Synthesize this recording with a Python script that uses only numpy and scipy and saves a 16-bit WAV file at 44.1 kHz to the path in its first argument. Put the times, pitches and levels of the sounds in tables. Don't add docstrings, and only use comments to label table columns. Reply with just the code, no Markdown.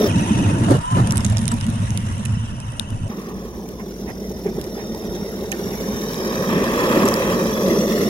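import sys
import numpy as np
from scipy import signal
from scipy.fft import rfft, irfft, next_fast_len
from scipy.io import wavfile
from scipy.ndimage import uniform_filter1d, map_coordinates

SR = 44100
rng = np.random.default_rng(int(sys.argv[2]) if len(sys.argv) > 2 else 0)


def decibels_to_gain(level_db):
    exponent = np.asarray(level_db, float) / 20
    return 10 ** exponent


def file_out(sig):
    cols = np.atleast_2d(sig).T
    lim = np.clip(cols, -1, 1)
    pcm = np.round(lim * 32767).astype(np.int16)
    wavfile.write(sys.argv[1], SR, pcm)


N = 356769
TIME = np.arange(N) / SR
TOP_HZ = 23500

# (time [s], nearness [dB], tyre bite [dB], facing [-1 away to 1 toward])
DRIVE = [(0, -29.5, -2.5, 0.81), (.45, -31, 1, 0.76), (.75, -33, 6.5, 0.53), (1.05, -34.5, 6, 0.14),
         (1.4, -33.5, -7, -1.04), (2, -38, -3, -0.72), (2.6, -44.5, 0, -1.24), (3.07, -47.5, 8.5, 0.024),
         (3.38, -48.5, 1.5, 0.14), (3.6, -49.5, -2.5, 0.5), (4.4, -46, -8, 0.99), (5.2, -43.5, -3.5, 1),
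         (6.1, -35.5, 0, 0.23), (6.55, -34.5, 7.5, 0.4), (6.95, -29.5, 8.5, 0.51), (7.5, -33.5, 5, 0.35),
         (7.78, -31.5, -1, 0.83), (8.09, -29.5, -8.5, .66)]


def unit(x):
    return x / np.sqrt(np.mean(x ** 2) + 1e-20)


def along(points, hz):
    f, v = np.transpose(points)
    return np.interp(np.log(hz + 1), np.log(f + 1), v)


def curves(rows):
    s, *cols = np.transpose(rows)
    return [np.interp(TIME, s, c) for c in cols]


def wobble(rate):
    knots = rng.standard_normal(int(N * rate / SR) + 4)
    return map_coordinates(knots, [np.arange(N) * rate / SR])


def filtered(x, response):
    m = next_fast_len(N + 8192)
    return irfft(rfft(x, m) * response(np.fft.rfftfreq(m, 1 / SR)), m)[..., :N]


def shape(points):
    return lambda hz: decibels_to_gain(along(points, hz))


def modes(rows, order):
    def gain(f):
        power = 0
        for c, w, db in rows:
            resonance = np.abs(f * w / (c * c - f * f + 1j * f * w))
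            power = power + decibels_to_gain(2 * db) * resonance ** (2 * order)
        return np.sqrt(power)
    return gain


def rush(gain, speed, patchy_db, grain_db, grain_rate):
    # (frequency [Hz], left-right likeness [0-1])
    alike = [(40, 0.25), (120, 1), (600, 0.94), (1200, 0.9), (2200, 0.45), (3500, 0.061), (6000, 0.22),
             (10000, 0.076), (16000, 0.07)]
    z = signal.stft(rng.standard_normal((2, N)), nperseg=512)[2]
    field = uniform_filter1d(rng.standard_normal(z.shape[1:]), size=3, axis=0)
    field = uniform_filter1d(field, size=round(4 / speed), axis=1)
    pair = signal.istft(z * decibels_to_gain(patchy_db * unit(field)), nperseg=512)[1][:, :N]
    pair = pair * decibels_to_gain(grain_db * wobble(grain_rate * speed))

    def colour(hz):
        angle = np.arccos(np.clip(along(alike, hz), -1, 1)) / 2
        return gain(hz) * (hz < TOP_HZ) * [np.cos(angle), np.sin(angle)]

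    mid, side = filtered(pair, lambda hz: colour(hz / speed))
    return unit(np.array([mid + side, mid - side]))


def slowed(fade_s):
    start_s, end_s = .083, 3.088
    return np.clip(np.minimum(TIME - start_s, end_s - TIME) / fade_s + .5, 0, 1)


def swell(s, length):
    first = max(0, round((s - 2 * length) * SR))
    last = min(N, round((s + 2 * length) * SR))
    out, i = np.zeros(N), np.arange(first, last)
    out[i] = np.exp(-np.abs((i / SR - s) / (.6 * length)) ** 3)
    return out


def jolts():
    # (time [s], level [dB], length [s])
    ruts = [(0.045, 4, 0.02), (0.266, -9, 0.047), (0.336, -12, 0.014), (0.592, -2.5, 0.053),
            (1.192, 5.5, 0.031), (1.703, 7, 0.033), (2.32, 3.5, 0.2), (2.46, -1, 0.067),
            (2.536, 9.5, 0.021), (2.895, -7, 0.026), (2.93, 10, 0.057), (2.978, -12, 0.048),
            (3.032, 9, 0.048), (3.083, -25, 0.018), (3.106, 10, 0.015), (3.778, -5.5, 0.063),
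            (4.487, 3.5, .05), (5.209, 2, 0.035), (5.664, 8, 0.029), (5.89, -4.5, 0.61), (6.751, -2, 0.28),
            (6.577, 5.5, 0.094), (7.022, 3.5, 0.086), (7.192, -5.5, 0.11), (7.385, 3.5, 0.087),
            (7.527, -2, 0.11), (7.706, 3, 0.084)]
    return sum(db * swell(s, length) for s, db, length in ruts)


def slides():
    # (start [s], end [s], strength [0-1])
    skids = [
        (-.1, 1.204, 1),
        (6.499, 7.348, 0.79),
    ]
    in_s, out_s = 0.022, 0.18
    return sum(g * np.clip(np.minimum((TIME - a) / in_s, (b - TIME) / out_s) + .5, 0, 1)
               for a, b, g in skids)


def part(db, near, bite, facing_db, jolt, air_db, air_s, slide_db):
    hop_s, flight_s = .86, .16
    scrabble_s, scrabble_db = 0.046, 20.5
    near_db, bite_db, facing = curves(DRIVE)
    reach = flight_s / 2 + scrabble_s
    scrabble = swell(hop_s - reach, 2 * scrabble_s) + swell(hop_s + reach, scrabble_s)
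    bite_db = bite_db + scrabble_db * scrabble
    drive_db = near * (near_db + 32) + bite * bite_db + facing_db * facing
    return db + drive_db + jolt * jolts() + air_db * swell(hop_s, air_s) + slide_db * slides()


def bounced(x, speed, echo_db):
    # (time [s], delay at full speed [ms], strength [0-1])
    bounce = [(0, 1.3, .15), (3.0, 1.3, .15), (3.2, 1.26, .35), (4.6, 1.8, .3), (5.5, 1.58, .5),
              (6.1, 1.4, .75), (6.6, 1.33, .8), (7.0, 1.33, .6), (7.5, 1.33, .85), (8.09, 1.21, .75)]
    ms, strength = curves(bounce)
    delay = ms * SR / 1000 / speed * np.array([[.97], [1]]) * (1 + .015 * wobble(3))
    late = np.arange(N) - delay
    echo = np.array([map_coordinates(c, [i], mode="nearest") for c, i in zip(x, late)])
    return x - decibels_to_gain(echo_db) * np.clip(strength, 0, 1) * echo


def shell(speed, bumps):
    # (frequency [Hz], width [Hz], level [dB])
    lower_modes = [(197.8, 52, -1), (224.5, 66, 0.5), (132, 82, -11)]
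    # (frequency [Hz], width [Hz], level [dB])
    upper_modes = [(397.7, 90, -1), (447, 63, 0.5), (340, 48, -3)]
    drum = rush(modes(lower_modes, order=2), speed, patchy_db=-1.5, grain_db=1.0, grain_rate=63)
    upper = rush(modes(upper_modes, order=2), speed, patchy_db=1.5, grain_db=3.0, grain_rate=95)
    drum_db = part(-23, near=0.66, bite=0.08, facing_db=0, jolt=0.86, air_db=-30, air_s=.072, slide_db=-1.5)
    drum_db = drum_db + 4.5 * slowed(0.035)
    upper_db = part(-23.5, near=0.81, bite=-0.17, facing_db=0.88, jolt=0.6,
                    air_db=-26, air_s=.165, slide_db=0.27)
    return decibels_to_gain(drum_db + 0.5 * bumps) * drum + decibels_to_gain(upper_db + 0.82 * bumps) * upper


def belly(speed, bumps):
    # (frequency [Hz], width [Hz], level [dB])
    plate = [(245, 51, -0.5), (342, 134, -3.5), (560, 105, -14)]
    noise = rush(modes(plate, order=2), speed, patchy_db=1.0, grain_db=1.5, grain_rate=90)
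    db = part(-44.5, near=0.19, bite=0.32, facing_db=0, jolt=1, air_db=-30, air_s=.072, slide_db=20.6)
    return decibels_to_gain(db + 0.33 * bumps) * noise


def churn(speed, bumps):
    # (frequency [Hz], level per Hz [dB])
    snow = [(450, -43), (700, -2), (900, -4), (1180, -1.5), (1350, -2.5), (1900, -10.5), (3000, -18),
            (4200, -30)]
    noise = rush(shape(snow), speed, patchy_db=1.5, grain_db=2.2, grain_rate=150)
    db = part(-35.5, near=1, bite=1, facing_db=-1, jolt=0.02, air_db=-15.5, air_s=0.3, slide_db=1)
    return bounced(decibels_to_gain(db + .7 * bumps) * noise, speed, echo_db=-2.5)


def slush(speed, bumps):
    # (frequency [Hz], level per Hz [dB])
    wet_snow = [(380, -12), (560, 3), (680, -2), (780, -11), (1300, -26.5), (4200, -69)]
    noise = rush(shape(wet_snow), speed, patchy_db=1.5, grain_db=-0.5, grain_rate=170)
    db = part(-32, near=0.99, bite=0.5, facing_db=9.85, jolt=0.041,
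              air_db=-26, air_s=.165, slide_db=-1.46)
    return bounced(decibels_to_gain(db + .7 * bumps) * noise, speed, echo_db=-5)


def powder(speed, bumps):
    # (frequency [Hz], level per Hz [dB])
    fine_snow = [(1200, -23), (1800, 5), (2600, 2), (3450, -2), (3900, -9), (6000, -46)]
    noise = rush(shape(fine_snow), speed, patchy_db=0.5, grain_db=3.0, grain_rate=310)
    db = part(-47, near=0.5, bite=0.5, facing_db=-7.5, jolt=0.2, air_db=-5.5, air_s=0.4, slide_db=14.5)
    return bounced(decibels_to_gain(db + 1.5 * bumps) * noise, speed, echo_db=-2.5)


def gears_and_spray(speed, bumps):
    # (frequency [Hz], width [Hz], level [dB])
    gearbox = [(1330, 560, 5.5), (1930, 950, 5.5), (3000, 220, -3), (3670, 1740, 0), (5620, 1720, -0.5),
               (7540, 1270, -4.5), (12000, 3400, -8.5)]
    # (frequency [Hz], level per Hz [dB])
    thrown = [(3000, -5), (7000, 3.5), (8200, -10.5), (10000, -1), (11600, 2.5), (14000, 0.5), (16000, 1.5),
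              (18800, 6.5), (20200, -3), (21800, 4), (22800, -8)]
    wheel = np.cos(2 * np.pi * np.cumsum(38 * speed * (1 + 0.106 * wobble(6 * speed))) / SR)
    gears = rush(modes(gearbox, order=2), speed, patchy_db=3.5, grain_db=2.0, grain_rate=280)
    spray = rush(shape(thrown), speed, patchy_db=3.0, grain_db=2.5, grain_rate=540)
    gears_db = part(-34, near=1, bite=0, facing_db=0, jolt=.15, air_db=-5, air_s=.12, slide_db=0)
    spray_db = part(-38.5, near=0.64, bite=-0.0328, facing_db=1.5, jolt=-0.08,
                    air_db=0, air_s=0.43, slide_db=-1)
    high = decibels_to_gain(gears_db + 0.94 * wheel + 0.6 * bumps) * gears
    high += decibels_to_gain(spray_db + 1.3 * wheel + 1.0 * bumps) * spray
    return bounced(high, speed, echo_db=-2.5)


def mesh():
    # (time [s], throttle [dB], mesh frequency at full speed [Hz], warble depth [1])
    pinion = [(0, -4.5, 5580, 1.3), (.45, -1, 5490, 1.34), (.75, -26, 5400, 0.79), (1.4, -34, 5560, 1),
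              (1.95, -6, 5675, 1.27), (2.5, 1.5, 5560, 1.4), (3.07, -0.5, 5620, 1.4), (3.4, -4, 5580, 1.1),
              (4.4, -0.5, 5525, 1.28), (5.0, 0.5, 5440, 1.16), (5.5, -7, 5780, 1.15), (5.66, 3, 5630, 0.18),
              (6.04, 0.5, 5870, 0.62), (6.18, -4, 5460, 1.3), (6.9, -9.5, 5620, 1.1),
              (7.35, -4, 5850, 0.704), (7.64, -2, 5900, 0.48), (7.85, -2.5, 5780, 0.91),
              (8.03, -2.5, 5560, 0.34)]
    # (time [s], load [dB], frequency at full speed [Hz])
    axle = [(0, -10, 3624), (.45, -13, 3640), (.8, -18, 3670), (2, -18.5, 3820), (3.08, -8.5, 3815),
            (3.5, -13, 3430), (4.2, -15, 3637), (5.0, -7.5, 3710), (5.5, -9.5, 3708), (6.15, -15, 3730),
            (6.5, -9, 3636), (6.9, -12, 3370), (7.3, -38, 3500), (7.55, -8.5, 3470), (7.78, -31, 3576),
            (8.0, -23, 3790)]
    # (time [s], rate at full speed [turns/s])
    rotation = [(0, 41), (.5, 41), (1.2, 38), (3.1, 42), (3.6, 39), (4.2, 43.5), (4.8, 39), (6.5, 39),
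                (6.8, 37.4), (8.09, 36.2)]
    # (frequency ratio [1], level [dB])
    strands = [(.93, -19), (1.075, -17)]
    warble, spin_warble, spin_s = .036, .07, .5
    smear, steady = .02, 0.66
    near_db = curves(DRIVE)[0]
    throttle_db, hz, depth = curves(pinion)
    load_db, axle_hz = curves(axle)
    slow = slowed(0.0046)
    fresh = np.exp(-TIME / spin_s)
    speed = 1 - slow / 2
    spin = spin_warble * fresh
    rate = curves(rotation)[0] * speed * (1 + .04 * (1 - fresh) * wobble(6.8))
    wheel = 2 * np.pi * (.73 + np.cumsum(rate) / SR)
    surge = 1 + .5 * np.sqrt(fresh) * np.cos(2 * np.pi * (TIME - .275) / .175)
    uneven = decibels_to_gain((3 - slow) * (1 - fresh) * wobble(12))
    bend = (.5 + .45 * slow) * np.sin(wheel) * surge * uneven + (.5 - .3 * slow) * wobble(30)

    def phase(pitch, share):
        swing = (share * warble + spin) * bend + smear * speed * share * wobble(500)
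        return 2 * np.pi * np.cumsum(pitch * speed * (1 + swing)) / SR

    # (frequency [Hz], level [dB], share of warble [1], burst [dB])
    tones = [(hz, throttle_db - 4.0, depth, 6 - 4 * slow),
             (2.07 * hz, throttle_db - 10, depth, 5),
             (axle_hz, load_db - 1, steady, 7),
             (axle_hz / 2, load_db + 7 * slow - 2 * fresh, steady, 4 + 5 * fresh)]
    for ratio, db in strands:
        strand_db = throttle_db + db + 9 * depth - 8 * slow + 3 * wobble(2.92)
        tones.append((ratio * hz, strand_db, .4, 6))
    out = np.zeros((2, N))
    for pitch, tone_db, share, burst_db in tones:
        flutter_db = burst_db * np.sin(wheel - 1.3 + 1.5 * (1 - fresh) * wobble(2))
        flutter_db = flutter_db + 1.5 * wobble(7) + 1.2 * slow * wobble(45)
        flutter_db = flutter_db + 2.5 * np.array([wobble(50), wobble(50)])
        drift = 0.56 * np.array([wobble(30), wobble(30)])
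        out += decibels_to_gain(near_db + tone_db + flutter_db) * np.sin(phase(pitch, share) + drift)
    return out


def road(speed):
    # (frequency [Hz], level per Hz [dB])
    far_road = [(15, -32), (40, -25), (56, -10), (75, -11), (120, -15.5), (300, -16), (1000, -27),
                (3000, -93)]
    note = np.sin(2 * np.pi * np.cumsum(56 * speed * (1 + 0.0484 * wobble(5 * speed))) / SR)
    drone = rush(shape(far_road), speed, patchy_db=4.5, grain_db=-4.0, grain_rate=11)
    return decibels_to_gain(-37.5) * drone + decibels_to_gain(-40 + 2.2 * wobble(5 * speed)) * note


def ticks(rows, life):
    out, t = np.zeros((2, N + SR)), np.arange(512) / SR
    chance = rng.standard_normal((len(rows), 2, 512))
    band = signal.butter(3, [1900, 12500], "band", fs=SR, output="sos")
    for (s, db, hz, pan_db), noise in zip(rows, chance):
        crack = signal.sosfilt(band, noise)
        ring = np.sin(2 * np.pi * hz * (t - np.array([[0], [.00025]])))
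        envelope = (1 - np.exp(-t / (0.2 * life))) * np.exp(-t / life)
        burst = envelope * (0.5 * ring + 0.5 * crack)
        out[:, round(s * SR):][:, :512] += decibels_to_gain(db + 2.0 + pan_db * np.array([[.5], [-.5]])) * burst
    return out[:, :N]


def whine():
    # (time [s], frequency [Hz], level [dB])
    free_motor = [
        (0.8, 940, -50),
        (0.84, 975, -33),
        (0.92, 1045, -33),
        (0.976, 990, -31),
        (1.026, 1004, -48),
        (1.036, 950, -44),
        (1.1, 1020, -47),
    ]
    first, last = free_motor[0], free_motor[-1]
    faded = [(first[0] - .03, first[1], -80)] + free_motor + [(last[0] + .05, last[1], -80)]
    hz, db = curves(faded)
    phase = 2 * np.pi * np.cumsum(hz * (1 + 0.0064 * wobble(59.7))) / SR
    beat_db = 3 * np.cos(2 * np.pi * 28 * TIME + 1.4)
    tone = np.sin(phase) + decibels_to_gain(-17) * np.sin(3 * phase)
    return decibels_to_gain(db + 9.5 + beat_db + 1.8 * wobble(54.0)) * tone * np.ones((2, 1))


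def knocks():
    # (time [s], level [dB], playing speed [1])
    lumps = [
        (1.516, -23.5, .5),
        (5.52, -22, 0.94),
    ]
    # (frequency [Hz], level [dB], decay by 60 dB [s])
    grip = [(840, -4, 0.061), (1930, 1.5, 0.068), (2610, 22.5, 0.0071), (4120, -2, 0.015)]
    out = np.zeros(N + SR)
    for s, db, speed in lumps:
        t = np.arange(SR // 4) / SR * speed
        ring = np.zeros(len(t))
        for hz, level, t60 in grip:
            scatter_db = rng.normal(0, 1.5)
            ring += decibels_to_gain(level + scatter_db - 60 * t / t60) * np.sin(2 * np.pi * hz * t)
        thud = 4 * decibels_to_gain(-60 * t / 0.0085) * rng.standard_normal(len(t))
        out[round(s * SR):][:len(t)] += decibels_to_gain(db) * (ring + thud) * (1 - np.exp(-t / 0.0032))
    return out[:N]


def scuffs():
    # (time [s], peak level [dB], length [s])
    rubs = [
        (2.637, -54, 0.052),
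        (3.797, -43.5, 0.024),
        (4.08, -36.5, 0.038),
        (4.457, -39.5, 0.038),
        (4.783, -39, 0.047),
        (5.017, -47, 0.033),
        (5.723, -39.5, 0.043),
    ]
    # (frequency [Hz], level per Hz [dB])
    glove = [(300, -43), (800, 13), (1300, -5), (2100, 2.5), (3000, -10), (3400, -32), (8000, -50)]
    envelope = sum(decibels_to_gain(db + 3.0) * np.exp(-((TIME - s - 0.37 * length) / (0.61 * length)) ** 2)
                   for s, db, length in rubs)
    return envelope * rush(shape(glove), 1.0, patchy_db=3.5, grain_db=-0.5, grain_rate=200)


def scrub(speed, bumps):
    # (frequency [Hz], width [Hz], level [dB])
    tyre = [(1135, 120, 2), (1255, 59, -4)]
    # (time [s], level [dB])
    far_turn = [
        (2.8, -75),
        (3.08, -47),
        (3.25, -48),
        (3.47, -50),
        (3.8, -59),
        (4.3, -80),
    ]
    noise = rush(modes(tyre, order=2), speed, patchy_db=1.5, grain_db=1.5, grain_rate=90)
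    return decibels_to_gain(curves(far_turn)[0] + .8 * bumps) * noise


def truck(speed, motor):
    bumps = wobble(40 * speed)
    low = shell(speed, bumps) + belly(speed, bumps)
    snow = churn(speed, bumps) + slush(speed, bumps) + powder(speed, bumps) + scrub(speed, bumps)
    return low + snow + gears_and_spray(speed, bumps) + bounced(motor, speed, echo_db=-5)


def ports(x, speed):
    # (frequency [Hz], lead of the left port [samples])
    lead = [(100, 2.5), (700, 0.95), (1500, 9.4), (20000, 9.44)]

    def response(hz):
        angle = np.pi * hz / speed * along(lead, hz / speed) / SR
        return np.exp(1j * angle * np.array([[1], [-1]]))

    return filtered(x, response)


def scene():
    # (time [s], peak level [dB], ring frequency [Hz], left-right difference [dB])
    crumbs_slow = [(1.1083, -4.5, 5520, -6), (1.122, -3.5, 10450, 1), (1.1573, -10, 9700, 1),
                   (1.1712, -6.5, 9500, -15), (1.179, -6, 8100, -4), (1.2066, -17, 5430, -9),
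                   (1.247, -6, 7260, -7), (1.2503, -10, 6630, -18), (1.2642, -12, 6000, 10),
                   (1.299, -23, 3630, -3), (1.3705, -8.5, 5700, -11), (1.3822, -14, 5000, -10),
                   (1.4552, -14, 6000, -10), (1.4795, -12.5, 9050, -29), (1.4884, -17, 5850, -11),
                   (1.5152, -15.5, 7700, 14), (1.5406, -15, 9260, -3), (1.6112, -16.5, 5250, -9),
                   (1.6664, -16, 9600, -5.0), (1.7015, -19, 10660, 10), (1.9053, -20, 6470, -21.5),
                   (1.9749, -7, 9900, -6), (2.206, -35, 8830, 2), (2.2528, -13.5, 10200, -11),
                   (2.2571, -13, 2580, -15), (2.602, -22, 9700, -16), (2.7963, -6.5, 3670, 22),
                   (2.9041, -21, 10200, 10)]
    # (time [s], peak level [dB], ring frequency [Hz], left-right difference [dB])
    crumbs_full = [(3.218, -31, 5500, 2), (4.102, -27, 11400, -2), (3.6892, -25, 5720, 2),
                   (4.6136, -20.5, 5710, -14), (4.6414, -21, 5180, -1), (4.9483, -23, 5200, -3),
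                   (5.1512, -24, 6070, -4), (5.5175, -10, 6440, -14), (5.526, -13.5, 2970, -7),
                   (6.1439, -16, 3840, 3), (6.6418, -16, 3208, 2), (6.9765, -42, 5620, -7),
                   (7.0542, -16, 7280, 16), (7.0793, -13, 5570, -10), (7.0864, -7.5, 5900, 11),
                   (7.1402, -6.5, 5040, -8), (7.9212, -15, 2700, 4)]
    # (time [s], peak level [dB], ring frequency [Hz], left-right difference [dB])
    splats = [
        (.7084, -19.5, 8760, 13),
        (1.0722, -12.5, 8740, 0),
        (1.2987, -17, 9400, -2),
        (1.322, -24, 7500, -4),
        (1.3895, -20, 9000, 0),
        (1.5172, -16, 8000, 13),
    ]
    slow = slowed(.02)
    motor = mesh() + whine()
    hand = (scuffs() + knocks()) * decibels_to_gain([[-4], [2.5]])
    half = ports(truck(.5, motor) + road(0.32) + hand, 0.49)
    half = half + ticks(crumbs_slow, life=0.00089) + ticks(splats, life=0.0023)
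    full = ports(truck(0.95, motor) + road(0.99) + hand, 0.92) + ticks(crumbs_full, life=0.0011)
    half = filtered(half, lambda hz: np.clip((TOP_HZ / 2 + 50 - hz) / 350, 0, 1) ** 2)
    return (np.sqrt(slow) * half + (1 - slow) * full) * decibels_to_gain([[-.45], [.45]])


def top_cut(x):
    return signal.sosfilt(signal.butter(12, 17010, fs=SR, output="sos"), x)


def record(dry):
    soft = dry / (1 + np.abs(dry / .98) ** 6) ** (1 / 6)
    mix = filtered(soft, lambda hz: hz < 15850)
    return top_cut(mix)


dry = scene()
out = record(dry)
file_out(out)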